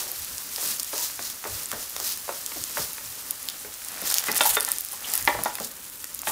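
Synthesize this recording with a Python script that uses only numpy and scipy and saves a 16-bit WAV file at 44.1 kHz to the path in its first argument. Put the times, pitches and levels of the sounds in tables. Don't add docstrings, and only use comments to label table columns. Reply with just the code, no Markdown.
import sys
import numpy as np
from scipy import signal
from scipy.fft import rfft, irfft
from scipy.io import wavfile

SR = 44100
rng = np.random.default_rng(int(sys.argv[2]) if len(sys.argv) > 2 else 0)


def store_wav(level_fs):
    pcm = np.round(np.clip(np.atleast_2d(level_fs), -1, 1) * 32767)
    wavfile.write(sys.argv[1], SR, pcm.T.astype(np.int16))


def decibels_to_gain(level_db):
    exponent = np.asarray(level_db, float) / 20
    return 10 ** exponent


N = 278271

# f/Hz, density/dB
SIZZLE_SPECTRUM = [(710, -15), (1200, -7.5), (2320, -8.5), (2560, -7), (3080, -7), (6570, -3),
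                   (10500, -1.5), (12700, -3), (13800, -0.5), (15650, -2), (15950, -28), (16500, -75)]
# t/s, level/dB, lower sizzle relative/dB
SIMMER = [
    (0, -32.5, -5),
    (.9, -33.5, -6),
    (1.4, -36.5, -5.5),
    (2.9, -33.5, -6),
    (3.75, -37, -6),
    (4.3, -30, -4.5),
    (4.9, -35, -7),
    (5.5, -37, -7),
    (5.85, -38.5, -8.5),
    (6.31, -38.5, -5),
]
# peak t/s, level/dB, half width/s, lower sizzle relative/dB
SURGES = [(0, -25, 0.022, -5), (.67, -24, 0.064, -5), (1.018, -26.5, 0.058, -2.5), (1.26, -32, 0.051, -1.5),
          (1.55, -30.5, 0.066, -5), (1.82, -34.5, .06, -3.5), (2.079, -25.5, 0.046, -3),
          (2.36, -40, 0.1, -4), (2.61, -32.5, 0.042, -2.5), (2.812, -29, 0.052, -3),
          (4.101, -23, 0.032, -4.5), (4.17, -28.5, .03, -1), (4.37, -22, 0.012, -7),
          (4.42, -20, 0.012, -3.5), (4.464, -22.5, 0.014, -4.5), (4.5, -22.5, 0.019, -9),
          (4.54, -22, .02, -13), (4.69, -37, 0.068, -11), (4.93, -36, 0.015, -8), (5.149, -28, 0.063, -5),
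          (5.3, -32.5, .04, -6), (5.46, -35.5, 0.05, -2), (5.64, -35, 0.027, 0), (6.29, -26, 0.021, -9.5)]
# t/s, level over the steam/dB
CRACKLE = [
    (0, -2),
    (3.9, -4.5),
    (4.15, 8),
    (4.9, -1.5),
    (5.3, -3),
    (5.8, 0),
    (6.31, -2),
]
# f/Hz, density/dB
RUMBLE_SPECTRUM = [(12, -30), (20, -29), (70, -11), (166, 1), (281, 6), (346, 0.5), (623, 2), (736, -23),
                   (835, 1), (1300, 1.5), (3000, -5.5), (3900, -55), (6600, -120)]
# t/s, level/dB
JOLTS = [(.21, -44), (.34, -47), (1.21, -49), (1.54, -39), (1.76, -43), (2.0, -47), (2.6, -42), (2.83, -42),
         (3.09, -44), (3.69, -52), (4.06, -52), (4.29, -61), (4.52, -41), (5.24, -37.5), (5.37, -36),
         (6.31, -45)]
# f/Hz, level struck with the flat/dB, level struck with the edge/dB, t60/s
PAN_MODES = [(296, -16, -13, .16), (385, -12, -13, .15), (455, -10, -10, .16), (590, -13, -6, .1),
             (637, -12, -4, .13), (830, 3, -1, .11), (875, 1, -2, .1), (969, -5, -1, .17),
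             (1134, -5, -6, .11), (1373, -3, -6, .13), (1670, -8, -9, .1), (1765, -6, -7, .1),
             (1846, 1, -9, .11), (1984, 1, -9, .1), (2530, -12, -6, .09), (3200, -20, -5, .09),
             (3600, -9, 4, .09)]
# t/s, level/dB
RESTING = [
    (0, -48.5),
    (5.7, -48.5),
    (6.31, -67),
]
# middle t/s, level/dB, half width/s
STROKES = [
    (0, -45, 0.21),
    (4.08, -34.5, 0.12),
    (4.4, -30, 0.14),
    (5.13, -38, 0.085),
    (5.4, -38.5, 0.12),
]
# t/s, peak level/dB, colour f/Hz, squash length/s
SQUASHES = [(.002, -31.5, 590, 0.19), (1.2, -33, 424, 0.033), (1.73, -33, 221, 0.02),
            (4.285, -28.5, 300, 0.039), (6.275, -32, 277, 0.035), (0.581, -29, 820, 0.021),
            (0.629, -29.5, 507, 0.017), (0.659, -37, 241, .04), (0.931, -25.5, 640, 0.027),
            (1.452, -22.5, 677, 0.033), (1.727, -23.5, 700, 0.042), (1.999, -26.5, 670, 0.037),
            (2.291, -16.5, 675, .019), (2.561, -32, 397, 0.037), (2.777, -20.5, 710, 0.027),
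            (2.791, -29, 231, 0.022), (3.648, -33.5, 430, 0.036), (4.021, -29, 388, .03),
            (5.39, -23, 220, 0.032), (5.6, -26.5, 250, .045)]
# t/s, peak level/dB, colour f/Hz
TICKS = [(1.099, -27, 1500), (1.192, -21.5, 1140), (1.441, -20.5, 1320), (1.716, -18.5, 1670),
         (1.964, -22, 1390), (2.28, -27, 1000), (2.326, -28, 570), (2.519, -24.5, 1200), (2.771, -15, 1080),
         (2.982, -23.5, 1290), (3.648, -30, 1480), (3.819, -29, 1780), (4.113, -21, 1340),
         (5.553, -25, 2810), (5.585, -22.5, 1200), (6.041, -26, 1900), (6.233, -27, 1290)]
# t/s, peak level/dB, colour f/Hz
LOUD_SPITS = [(0.115, -12, 13500), (0.3805, -13, 7840), (0.5602, -11, 5340), (0.7158, -15, 5850),
              (0.7964, -7.5, 9400), (0.8006, -9, 7100), (0.83, -10.5, 10200), (0.9787, -13, 6800),
              (1.2994, -17, 5570), (1.6322, -11.5, 10800), (1.6566, -16, 8940), (1.715, -11, 7800),
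              (1.732, -16, 10600), (1.8957, -19, 13400), (1.9635, -14, 7200), (1.9809, -20, 7420),
              (2, -10, 5100), (2.4615, -7.5, 7800), (2.5102, -36, 13200), (2.638, -8, 8500),
              (2.931, -15, 10700), (3.3074, -5, 12800), (3.4531, -23, 13900), (3.486, -8.5, 5160),
              (3.4983, -15, 10500), (3.7392, -18, 7600), (3.8472, -16, 10600), (3.884, -14, 8900),
              (3.918, -18, 13400), (4.0156, -16, 13800),
              (4.1407, -2, 8650), (4.1825, -1.5, 6560), (4.3157, -3, 6200), (4.3457, -9.5, 12600),
             (4.379, -8, 14000), (4.4344, -5, 10300), (4.4618, -1, 13400), (4.4732, -3, 11500),
             (4.5534, -5, 13400), (4.599, -12, 11100), (4.6057, -2, 12100), (4.6478, -5, 11100),
             (4.687, -9, 11400), (4.7164, -2.5, 12100), (4.7833, -6.5, 11200), (4.807, -10, 14000),
             (4.8477, -12, 14100), (4.9203, -14.5, 12200), (5.136, -5.5, 13300), (5.1522, -5, 13500),
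             (5.176, -1.5, 13300), (5.2247, -15, 13400), (5.2505, -9, 12300), (5.285, -14, 13900),
             (5.4352, -8, 14100), (5.5526, -14, 13300), (6.0422, -10, 8200), (6.1459, -12.5, 13400),
             (6.19, -13.5, 7800), (6.2165, -13.5, 13900)]
# middle t/s, rate/dB re 1 per s, half width/s
BARE_OIL = [
    (4.15, 31, .06),
    (4.45, 36.5, .15),
    (4.75, 36, .15),
    (5.15, 30.5, .1),
    (5.5, 30, .2),
]
# t/s, peak level/dB, favoured f/Hz, breadth/octaves, edge share/0-1
KNOCKS = [(.983, -36, 970, 0.068, 1), (4.284, -15.5, 990, 3.4, 0.3), (4.4079, -3, 1630, 2.8, 1),
          (4.4525, -16, 860, 0.21, .4), (4.5692, -6.5, 1220, 3.8, 0.9), (4.679, -20.5, 1800, 1.6, 0),
          (4.93, -32, 940, 1.1, 0.5), (5.034, -47, 970, 0.27, .5), (5.044, -27.5, 3120, 0.15, 0.5),
          (5.137, -26, 1680, .8, 0.1), (5.09, -39.5, 905, 0.34, 0), (5.21, -36, 1950, 0.26, 0.1),
          (5.2756, -3.5, 1550, 4.1, 0), (5.291, -14, 820, 0.43, 0.5), (5.347, -22.5, 600, 0.98, 0.4),
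          (5.385, -24.5, 590, 0.85, 0.5), (5.458, -13, 775, 1.3, 0.76), (5.606, -27, 550, 0.86, 0),
          (6.272, -12, 1420, 0.97, .7), (6.293, -24, 975, 0.36, 0.2)]


def rms_one(x):
    return x / np.sqrt(np.mean(x ** 2) + 1e-20)


def in_time(rows):
    s, *columns = np.transpose(rows)
    return [np.interp(np.arange(N) / SR, s, c) for c in columns]


def swells(rows):
    t = np.arange(N) / SR
    return np.array([decibels_to_gain(2 * row[1]) * np.exp(-((t - row[0]) / row[2]) ** 2) for row in rows])


def drift(rate_hz):
    r = np.exp(-2 * np.pi * rate_hz * 40 / SR)
    slow = signal.lfilter([1], [1, -2 * r, r * r], rng.standard_normal(N // 40 + 2002))[2000:]
    return np.interp(np.arange(N) / 40, np.arange(len(slow)), rms_one(slow))


def ring(clicks, hz, t60):
    r = decibels_to_gain(-60 / (t60 * SR))
    w = 2 * np.pi * hz / SR
    return signal.lfilter([0, np.sin(w)], [1, -2 * r * np.cos(w), r * r], clicks + 1e-18)


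def colour(x, spectrum):
    hz, db = np.transpose(spectrum)
    gain = decibels_to_gain(np.interp(np.log(np.fft.rfftfreq(N, 1 / SR) + 1), np.log(hz), db))
    return rms_one(irfft(rfft(x) * gain, N))


def split(x, hz, kind):
    return signal.sosfilt(signal.butter(2, hz, kind, fs=SR, output="sos"), x)


def grains(per_s, spread_db):
    sizes = decibels_to_gain(spread_db * np.minimum(rng.exponential(1, N), 4)) * rng.choice([-1, 1], N)
    return sizes * (rng.random(N) < per_s / SR)


def add(out, s, sound, peak_db):
    at = round(s * SR)
    out[at:at + len(sound)] += (decibels_to_gain(peak_db) * sound / np.abs(sound).max())[:N - at]


def frying():
    simmer_db, simmer_lower_db = in_time(SIMMER)
    simmer = decibels_to_gain(2 * simmer_db)
    surge = swells(SURGES)
    power = simmer + surge.sum(axis=0)
    lower_db = (simmer * simmer_lower_db + np.array(SURGES)[:, 3] @ surge) / power
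    return 10 * np.log10(power), lower_db


def sizzle():
    level_db, lower_db = frying()
    crackle = decibels_to_gain(in_time(CRACKLE)[0])
    clumps = np.tanh(1.4 * drift(27))
    bursts = grains(2500 * decibels_to_gain(4.6 * clumps), spread_db=3.5)
    dealt = rng.integers(0, 16, N)
    bubbles = np.zeros(N)
    for k, hz in enumerate(np.geomspace(3000, 15500, 16)):
        bubbles += rms_one(ring(bursts * (dealt == k), hz, 9.5 / hz)) * np.sqrt(hz)
    steam = rng.standard_normal(N) * decibels_to_gain(0.19 * drift(45) + 0.88 * crackle * clumps)
    mix = (steam + crackle * rms_one(bubbles)) / np.hypot(1, crackle)
    mix = colour(mix, SIZZLE_SPECTRUM)
    low = split(mix, [3500, 7500], "band")
    return decibels_to_gain(level_db - 2.5) * (mix + (decibels_to_gain(lower_db + 7.0) - 1) * low)


def stove():
    burner = decibels_to_gain(-53 + 2.76 * drift(9.3)) * colour(rng.standard_normal(N), RUMBLE_SPECTRUM)
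    shaking = split(split(rng.standard_normal(N), [38, 110], "band"), 240, "low")
    calm_db, jolt_s = -56, .03
    power = decibels_to_gain(2 * calm_db) + swells([(s, db, jolt_s) for s, db in JOLTS]).sum(axis=0)
    return burner + decibels_to_gain(-7.0) * np.sqrt(power) * rms_one(shaking)


def pan(force, strengths):
    damping = .5
    modes = zip(PAN_MODES, strengths)
    return sum(gain * ring(force, hz, damping * t60) for (hz, flat_db, edge_db, t60), gain in modes)


def rubbing():
    slips = grains(700, spread_db=3.0)
    body = rms_one(pan(slips, decibels_to_gain(np.array(PAN_MODES)[:, 1])))
    scrape = rms_one(split(slips, [500, 2600], "band"))
    power = decibels_to_gain(2 * in_time(RESTING)[0]) + swells(STROKES).sum(axis=0)
    return decibels_to_gain(-5.5) * np.sqrt(power) * rms_one(body + 3.5 * scrape)


def pats():
    out, t = np.zeros(N), np.arange(6000) / SR
    tick_s = 0.0029
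    rows = [(*tick, tick_s) for tick in TICKS] + SQUASHES
    for s, db, hz, length in rows:
        noise = rng.standard_normal(len(t))
        slap = split(noise * np.exp(-t / 0.0014), [400, min(4200, 1000 + 1.5 * hz)], "band")
        dying = np.exp(-t / length)
        squash = dying * split(noise, [0.57 * hz, 1.93 * hz], "band")
        squash += (1 - dying) * split(noise, [.55 * hz, 1.15 * hz], "band")
        add(out, s, slap + 0.98 * squash * dying, db)
    return out


def small_spits():
    tries, calm_per_s = 600, 4
    over_sizzle_db, spread_db, loudest_db = 12, 2.5, -12
    when, chance, size, pitch = rng.random((tries, 4)).T
    at = (when * (N - 1)).astype(int)
    per_s = calm_per_s + np.sqrt(swells(BARE_OIL).sum(axis=0))[at]
    born = chance < per_s * N / SR / tries
    db = np.minimum(frying()[0][at] + over_sizzle_db - spread_db * np.log(size + .01), loudest_db)
    return np.transpose([at / SR, db, 7500 * 1.8 ** pitch])[born]


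def spits():
    out, t = np.zeros(N), np.arange(500) / SR
    burst_lag_s = .0012
    for s, db, hz in [*LOUD_SPITS, *small_spits()]:
        noise = rng.standard_normal(len(t))
        crack = noise * (np.exp(-t / .0003) + .09 * np.exp(-t / .002))
        crack[3] += 1.5
        crack[22:] -= .3 * crack[:-22]
        crack = crack + .8 * split(crack, [.7 * hz, 1.15 * hz], "band")
        crack = split(split(crack, [.5 * hz, 16500], "band"), .2 * hz, "high")
        add(out, s + burst_lag_s, crack, db + 0.7)
    return out


def knocks():
    out, t = np.zeros(N), np.arange(12000) / SR
    mode_hz, flat_db, edge_db, _ = np.transpose(PAN_MODES)
    for s, db, hz, octaves, edge in KNOCKS:
        chatter_s = 0.0032 * decibels_to_gain(-.5 * db)
        signs = rng.choice([-1, 1], len(PAN_MODES))
        force = .1 * rng.standard_normal(len(t)) * np.exp(-t / chatter_s)
        force[0] = 1
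        force = split(force, 5100, "low")
        reach = 2 ** min(octaves, 1.3)
        thud = split(force, [hz / reach, hz * reach], "band")
        favour_db = -6 * (np.log2(mode_hz / hz) / octaves) ** 2
        strengths = signs * decibels_to_gain(flat_db + edge * (edge_db - flat_db) + favour_db)
        add(out, s, pan(force, strengths) + 38.4 * thud, db)
    return out


def kitchen(x, t60=0.29):
    t = np.arange(SR // 2) / SR
    tail = split(rng.standard_normal(len(t)), [200, 4000], "band") * decibels_to_gain(-60 * t / t60) * (t > .006)
    return signal.fftconvolve(x, tail / np.linalg.norm(tail))[:N]


def scene():
    steady = sizzle() + stove() + rubbing()
    hits = split(pats(), 97, "high") + spits() + split(knocks(), 215, "high")
    return (steady + hits + decibels_to_gain(-13.5) * kitchen(hits))[None]


def low_pass(x):
    return signal.sosfilt(signal.butter(12, 16990, fs=SR, output="sos"), x)


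def record(dry):
    top_cut = signal.cheby2(10, 60, 16950, fs=SR, output="sos")
    mix = signal.sosfilt(top_cut, np.tanh(dry))
    return low_pass(mix)


dry = scene()
out = record(dry)
store_wav(out)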